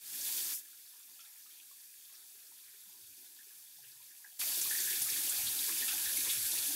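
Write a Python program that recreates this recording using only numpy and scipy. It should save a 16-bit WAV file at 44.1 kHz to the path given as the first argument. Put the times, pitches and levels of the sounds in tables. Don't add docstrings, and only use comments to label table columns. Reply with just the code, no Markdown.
import sys
import numpy as np
from scipy import signal
from scipy.fft import rfft, irfft, next_fast_len
from scipy.io import wavfile
from scipy.ndimage import uniform_filter1d

SR = 44100
rng = np.random.default_rng(int(sys.argv[2]) if len(sys.argv) > 2 else 0)


def log_audio(samples):
    frames = np.atleast_2d(samples).T
    limited = np.clip(frames, -1, 1)
    pcm = np.round(limited * 32767).astype(np.int16)
    wavfile.write(sys.argv[1], SR, pcm)


def invert_db(x):
    u = np.asarray(x, float) / 20
    return 10 ** u


N = 297675


def unit(x):
    return x / np.sqrt(np.mean(x ** 2) + 1e-20)


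def curve(rows):
    seconds, values = np.transpose(rows)
    return np.interp(np.arange(N) / SR, seconds, values)


def filtered(x, response):
    size = next_fast_len(len(x) + 8192)
    hz = np.fft.rfftfreq(size, 1 / SR)
    return irfft(rfft(x, size) * response(hz), size)[:len(x)]


def coloured(x, spectrum):
    points_hz, points_db = np.transpose(spectrum)
    return unit(filtered(x, lambda hz: invert_db(np.interp(np.log(hz + 1), np.log(points_hz), points_db))))


# centre in Hz, width in Hz, lift in dB.
HOUSING = [(1690, 166, 6.5), (2463, 260, 3.5), (3500, 310, 4), (4534, 120, 4.5), (11240, 1260, 4)]


def housing(hz):
    return invert_db(sum(lift_db * np.exp(-((hz - centre) / width) ** 2) for centre, width, lift_db in HOUSING))


def patchy(patch_db, surge_db, bins, fade, even_hz):
    hz, _, cells = signal.stft(rng.standard_normal(N + 2 * 256), SR, nperseg=256)
    patches = uniform_filter1d(rng.standard_normal(cells.shape), bins, 0)
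    kicks = np.vstack([patches, rng.standard_normal(cells.shape[1])])
    kicks = kicks / kicks.std(1, keepdims=True)
    kicks = np.maximum(kicks - 0.8, 0) ** 2
    field = signal.lfilter([1], [1, -fade], kicks - kicks.mean())
    field = np.tanh(field / field.std() / 3) * 3
    depth_db = patch_db / np.sqrt(1 + (hz[:, None] / even_hz) ** 2)
    gain_db = depth_db * field[:-1] + surge_db * field[-1]
    return signal.istft(cells * invert_db(gain_db), SR, nperseg=256)[1][:N]


def droplets(count, centre_hz, octaves, cycles, scatter_db):
    start = (rng.random(count) * N).astype(int)
    size = invert_db(scatter_db * np.minimum(rng.exponential(size=count), 3.5))
    hz = centre_hz * 2 ** (octaves * rng.standard_normal(count))
    hz = np.clip(hz, centre_hz / 4, SR / 3)
    turns = hz[:, None] * np.arange(512) / SR
    ring = np.sin(2 * np.pi * turns * (1 + 0.095 * turns / cycles))
    envelope = np.exp(-turns / cycles) * (1 - np.exp(-turns))
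    grains = size[:, None] * ring * envelope
    at = start[:, None] + np.arange(512)
    return np.bincount(at.ravel(), grains.ravel(), N + 512)[:N]


def bursts(rows, width, edge, fall, extra_db):
    out = np.zeros(N + 2 * SR)
    for s, hz, db, ms in rows:
        span = next_fast_len(round(ms * SR / 200))
        f = np.fft.rfftfreq(span, 1 / SR)
        response = housing(f) * np.exp(-(np.log2((f + 1) / hz) / width) ** 2)
        band = irfft(rfft(rng.standard_normal(span)) * response, span)
        u = np.arange(span) / (ms * SR / 1000)
        fade_out = 1 - np.arange(span) / span
        burst = band * np.tanh(u / edge) / (1 + u ** fall) * fade_out
        loudness = np.sqrt(np.mean(burst[u < 1] ** 2))
        out[round(s * SR):][:span] += invert_db(db + extra_db) * burst / loudness
    return out[:N]


# time in seconds, level in dB.
WIND = [(0, -76), (1, -79.5), (2, -78.5), (3, -73), (3.5, -82), (4, -83), (4.5, -75.5), (5.4, -78.5),
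        (6.4, -69), (6.75, -77)]
# frequency in Hz, level in dB.
RUMBLE = [(15, -47), (30, -16), (60, -4), (120, -0.5), (170, -5), (300, -58), (600, -120)]
# start in seconds, centre in Hz, peak in dB, length in ms.
BUMPS = [(3.003, 107, -58, 120), (3.772, 126, -58, 190), (4.0, 124, -61, 59), (5.0, 117, -63, 70),
         (5.12, 121, -64, 38), (5.36, 70, -66, 80), (5.43, 117, -58, 60), (6.05, 80.6, -64, 52),
         (6.26, 113, -66, 50), (6.36, 110, -63, 100), (6.45, 70, -67, 34), (6.56, 90, -67, 77),
         (4.65, 120, -67, 40), (3.55, 160, -67, 110)]


def wind():
    gusts = patchy(0.1, 2.2, bins=1, fade=0.85, even_hz=500)
    rumble = invert_db(curve(WIND)) * coloured(gusts, RUMBLE)
    return rumble + bursts(BUMPS, width=0.34, edge=0.13, fall=2.9, extra_db=-3.5)


# start in seconds, centre in Hz, peak in dB.
TRICKLES = [(2.333, 383, -55), (2.676, 1900, -43), (2.737, 1700, -44.5), (2.89, 950, -52),
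            (3.105, 270, -56), (3.763, 151, -62), (4.241, 850, -48.5), (4.411, 1300, -50),
            (4.527, 680, -59), (4.574, 604, -58), (4.695, 6050, -39), (4.76, 6210, -39), (4.801, 1900, -47),
            (4.95, 4280, -42), (5.016, 6100, -37), (5.086, 2130, -44), (5.125, 2420, -45),
            (5.16, 1900, -45), (5.164, 3780, -42.5), (5.273, 3070, -43), (5.463, 212, -59),
            (5.684, 350, -54), (5.689, 1900, -44), (5.801, 3020, -45), (6.131, 3100, -43),
            (6.257, 1080, -55), (6.264, 2200, -47), (6.517, 3930, -38), (6.53, 880, -55.5),
            (6.57, 2770, -42)]


def gurgles(count):
    when, where, size = rng.random((count, 3)).T
    hz = 441 * 2 ** (3.99 * where)
    faint_db = -56 + 5 * np.log2(hz / 1000)
    faint_db = faint_db + 2.5 * (2 * size - 1)
    rows = TRICKLES + list(zip(when * N / SR, hz, faint_db))
    return [(s, f, db, 16.3 * (1000 / f) ** 0.25) for s, f, db in rows]


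# start in
# seconds, centre in Hz, peak in dB, length in ms.
SOFT_RUSHES = [(.65, 1810, -46, 30), (1.25, 2100, -45, 37), (1.49, 1600, -52, 30), (1.53, 2140, -54, 23),
               (1.565, 2600, -47, 25), (5.7, 296, -59.5, 70), (5.8, 280, -61.5, 63), (2.69, 1570, -52, 20),
               (3.4, 1750, -43, 17), (3.505, 1700, -45, 16), (3.835, 1690, -44, 18), (3.921, 1540, -51, 18),
               (4.925, 2370, -44, 20), (5.478, 4000, -41, 16), (5.88, 3600, -39, 7.8), (5.91, 3500, -45.5, 35),
               (5.909, 1500, -48, 15), (6.05, 1740, -45, 33), (6.296, 2490, -43.5, 31)]


def trickles():
    return bursts(SOFT_RUSHES + gurgles(count=70), width=0.33, edge=0.17, fall=1.0, extra_db=-4.5)


# start in seconds, peak in dB, length in ms.
HOLLOW = [
    (3.388, -42, 13),
    (4.107, -45, 15),
    (4.243, -28.5, 11),
    (4.709, -40, 14),
    (4.874, -47, 27),
    (4.902, -45.5, 27),
    (6.067, -45, 9.3),
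    (6.095, -45.5, 10),
]
# start in seconds, pitch in Hz, peak in dB.
PLOPS = [(.73, 1520, -47), (.936, 1000, -50.5), (1.191, 1340, -45), (1.197, 624, -61), (1.239, 1350, -49),
         (1.458, 1260, -51), (1.711, 1134, -50), (2.095, 1080, -53), (2.135, 1220, -54), (2.516, 940, -51),
         (2.859, 950, -56), (2.942, 990, -52), (3.505, 1140, -54), (3.786, 854, -55.5), (4.001, 1000, -53),
         (4.322, 714, -58), (4.468, 634, -59), (4.653, 1105, -53), (4.748, 1910, -43.5), (4.827, 594, -69),
         (5.014, 810, -58), (5.331, 700, -56), (5.388, 796, -54.5), (5.681, 1080, -54.5),
         (5.822, 1836, -42.5), (5.879, 1380, -49), (5.93, 790, -53), (6.171, 2240, -47.5)]
# start in seconds, pitch in Hz, peak in dB, length in ms.
GLUGS = [(2.74, 424, -58, 18), (2.858, 196, -62, 67), (3.178, 334, -48, 16), (3.466, 382, -55, 24),
         (3.833, 420, -60, 31), (4.798, 360, -60, 23), (4.912, 380, -57, 21), (5.938, 303, -56.5, 31),
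         (6.177, 300, -56.5, 41), (6.27, 457, -58.5, 25), (6.677, 299, -52.5, 115)]


def bubbles():
    hollow = [(s, 1740, db, ms) for s, db, ms in HOLLOW]
    plain = [(s, hz, db, 15.8) for s, hz, db in PLOPS]
    return hollow + plain + GLUGS


def plops():
    out, t = np.zeros(N + SR), np.arange(SR // 5) / SR
    for s, hz, db, ms in bubbles():
        u = t / (ms / 1000 * 0.19)
        swell = u ** 2 * np.exp(2 - 2 * u)
        ring = np.sin(2 * np.pi * hz * t * (0.963 + 0.0087 * u))
        out[round(s * SR):][:len(t)] += invert_db(db + 4) * swell * ring
    return out[:N]


def froth():
    return bursts(bubbles(), width=0.23, edge=0.33, fall=2.3, extra_db=-5.5)


# delay in seconds, level in dB.
LEDGES = [(.0055, -11.5), (.011, -10), (.019, -5.5), (.032, -13), (.045, -16), (.061, -19)]


def ledges(x):
    return x + sum(invert_db(db) * np.pad(x, (round(s * SR), 0))[:N] for s, db in LEDGES)


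# start in seconds, centre in Hz, peak in dB, length in ms.
SPLATS = [(.21, 6100, -32.5, 8.4), (.862, 4420, -35, 9), (.997, 3470, -40, 13), (1.189, 2840, -35.5, 23),
          (1.202, 5530, -35.5, 23), (1.248, 3690, -37, 9.8), (1.598, 2800, -34.5, 9),
          (2.143, 5300, -34.5, 30), (3.175, 5960, -39, 18), (3.782, 5430, -40, 19), (3.844, 2860, -37, 17),
          (3.915, 4650, -34.5, 14), (4.41, 4680, -36.5, 7.3), (4.412, 2250, -40, 20),
          (4.539, 4270, -38, 15), (4.612, 6460, -31, 13), (4.8, 6500, -36, 16), (5.098, 5560, -34.5, 11),
          (5.467, 3700, -33.5, 14), (5.589, 3940, -34.5, 11), (5.719, 2800, -39.5, 10),
          (5.774, 5170, -36.5, 9.7), (5.88, 2820, -36.5, 27), (5.978, 2630, -40.5, 9.4),
          (6.21, 2470, -42, 7.2), (6.291, 3570, -32.5, 24), (6.512, 7340, -33.5, 14),
          (6.58, 4300, -36.5, 21), (6.623, 3720, -38.5, 17)]
# start in seconds, centre in Hz, peak in dB.
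SPITS = [(.151, 11800, -32), (.275, 11260, -34), (.313, 12080, -32), (1.052, 12150, -34),
         (5.019, 10800, -28), (5.17, 8190, -36), (5.294, 8300, -27.5), (6.167, 10700, -28.5),
         (6.328, 8970, -35), (6.537, 11070, -33), (6.669, 10660, -32)]


def splats():
    spits = [(s, hz, db, 10.5) for s, hz, db in SPITS]
    return bursts(SPLATS + spits, width=0.36, edge=0.15, fall=1.5, extra_db=-6.5)


# start in seconds, peak in dB.
CRACKS = [
    (4.616, -19),
    (4.804, -22),
    (5.02, -26),
    (6.2952, -23),
]


def cracks():
    out, t = np.zeros(N), np.arange(SR // 200) / SR
    for s, db in CRACKS:
        out[round(s * SR):][:len(t)] += invert_db(db - 60 * t / 0.0024) * np.sin(2 * np.pi * 8500 * t)
    return out


# frequency in Hz, level in dB.
POOL = [(40, -38), (110, -15.5), (195, -8), (295, -.5), (420, -3.5), (540, -12.5), (850, -4), (1160, -7),
        (1500, -0.5), (1950, -25), (3300, -120)]


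def pool():
    murmur = coloured(patchy(3.2, 0.46, bins=2, fade=0.97, even_hz=3000), POOL)
    small_bubbles = droplets(count=1200, centre_hz=1293, octaves=0.522, cycles=4.5, scatter_db=2.0)
    return invert_db(-60.5) * murmur + invert_db(-73) * unit(small_bubbles)


# frequency in Hz, level in dB.
SPRAY = [(760, -42), (1300, -25.5), (1600, -13.5), (5300, -4), (11000, -1), (13500, -2), (15750, -6)]
# time in seconds, level in dB.
TOP_BAND = [(0, 2), (.5, 3), (1, 3), (4, 2.5), (4.5, 2.5), (5.4, 1.5), (5.8, 1), (6.1, 0.5), (6.4, -0.5),
            (6.75, 0.5)]


def spray():
    top_db = curve(TOP_BAND)
    fizz = droplets(count=6000, centre_hz=6850, octaves=0.777, cycles=2.5, scatter_db=4.0)
    rush = patchy(2.6, 0.7, bins=5, fade=0.855, even_hz=3500)
    white = unit(rush) + invert_db(-12.5) * unit(fizz)
    hiss = invert_db(-35) * unit(filtered(coloured(white, SPRAY), housing))
    top_band = filtered(hiss, lambda hz: 1 / (1 + (13300 / (hz + 1)) ** 16))
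    sizzle = filtered(hiss, lambda hz: np.exp(-((hz - 11000) / 900) ** 2))
    return hiss + (invert_db(top_db) - 1) * top_band + (invert_db(-0.9 * top_db) - 1) * sizzle


def sloshed(water):
    period_s, crest_s, depth_db, mean_db = 0.687, 2.74, 0.44, -1.5
    middle = filtered(water, lambda hz: np.exp(-(np.log2((hz + 1) / 1900) / 0.98) ** 2))
    rock = np.cos(2 * np.pi * (np.arange(N) / SR - crest_s) / period_s)
    return water + (invert_db(mean_db + depth_db * rock) - 1) * middle


def waterfall():
    return invert_db(0.5) * sloshed(spray() + pool())


def scene():
    background = wind() + trickles()
    pool_bubbles = ledges(plops()) + froth()
    mono = background + pool_bubbles + splats() + cracks() + waterfall()
    return np.tile(mono, (2, 1))


# frequency in Hz, level in dB.
OWN_NOISE = [(15, -6), (50, -1), (100, -26), (300, -42), (600, -120)]


def amplifier_noise():
    return invert_db(-104) * coloured(rng.standard_normal(N), OWN_NOISE)


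def gains():
    t = np.arange(N) / SR
    hold_db, duck_db, low_step_db = -2.5, -20, -15
    opening = np.interp(t, [0, 0.28], invert_db([-20.5, hold_db]))
    opening = opening * np.where(t < 0.0096, invert_db(-4.5), 1)
    sink_db = np.interp(t, [0.556, 0.556 + 0.073], [0, duck_db - hold_db])
    step_db = np.interp(t, [0.53, 0.53 + 0.041], [0, low_step_db - hold_db])
    treble = opening * invert_db(sink_db)
    low = opening * invert_db(np.minimum(sink_db, step_db))
    back = np.clip((t - 4.3895) / 0.0085, 0, 1)
    return treble * (1 - back) + back, low * (1 - back) + back


def band_limit(x):
    return signal.sosfilt(signal.butter(12, 16850, fs=SR, output="sos"), x)


def record(dry):
    treble_gain, low_gain = gains()
    low = filtered(dry[0], lambda hz: hz < 5050)
    treble = dry[0] - low
    mono = low * low_gain + treble * treble_gain + amplifier_noise()
    mono = filtered(mono, lambda hz: hz < 15750)
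    return band_limit(np.array([mono, mono]))


dry = scene()
out = record(dry)
log_audio(out)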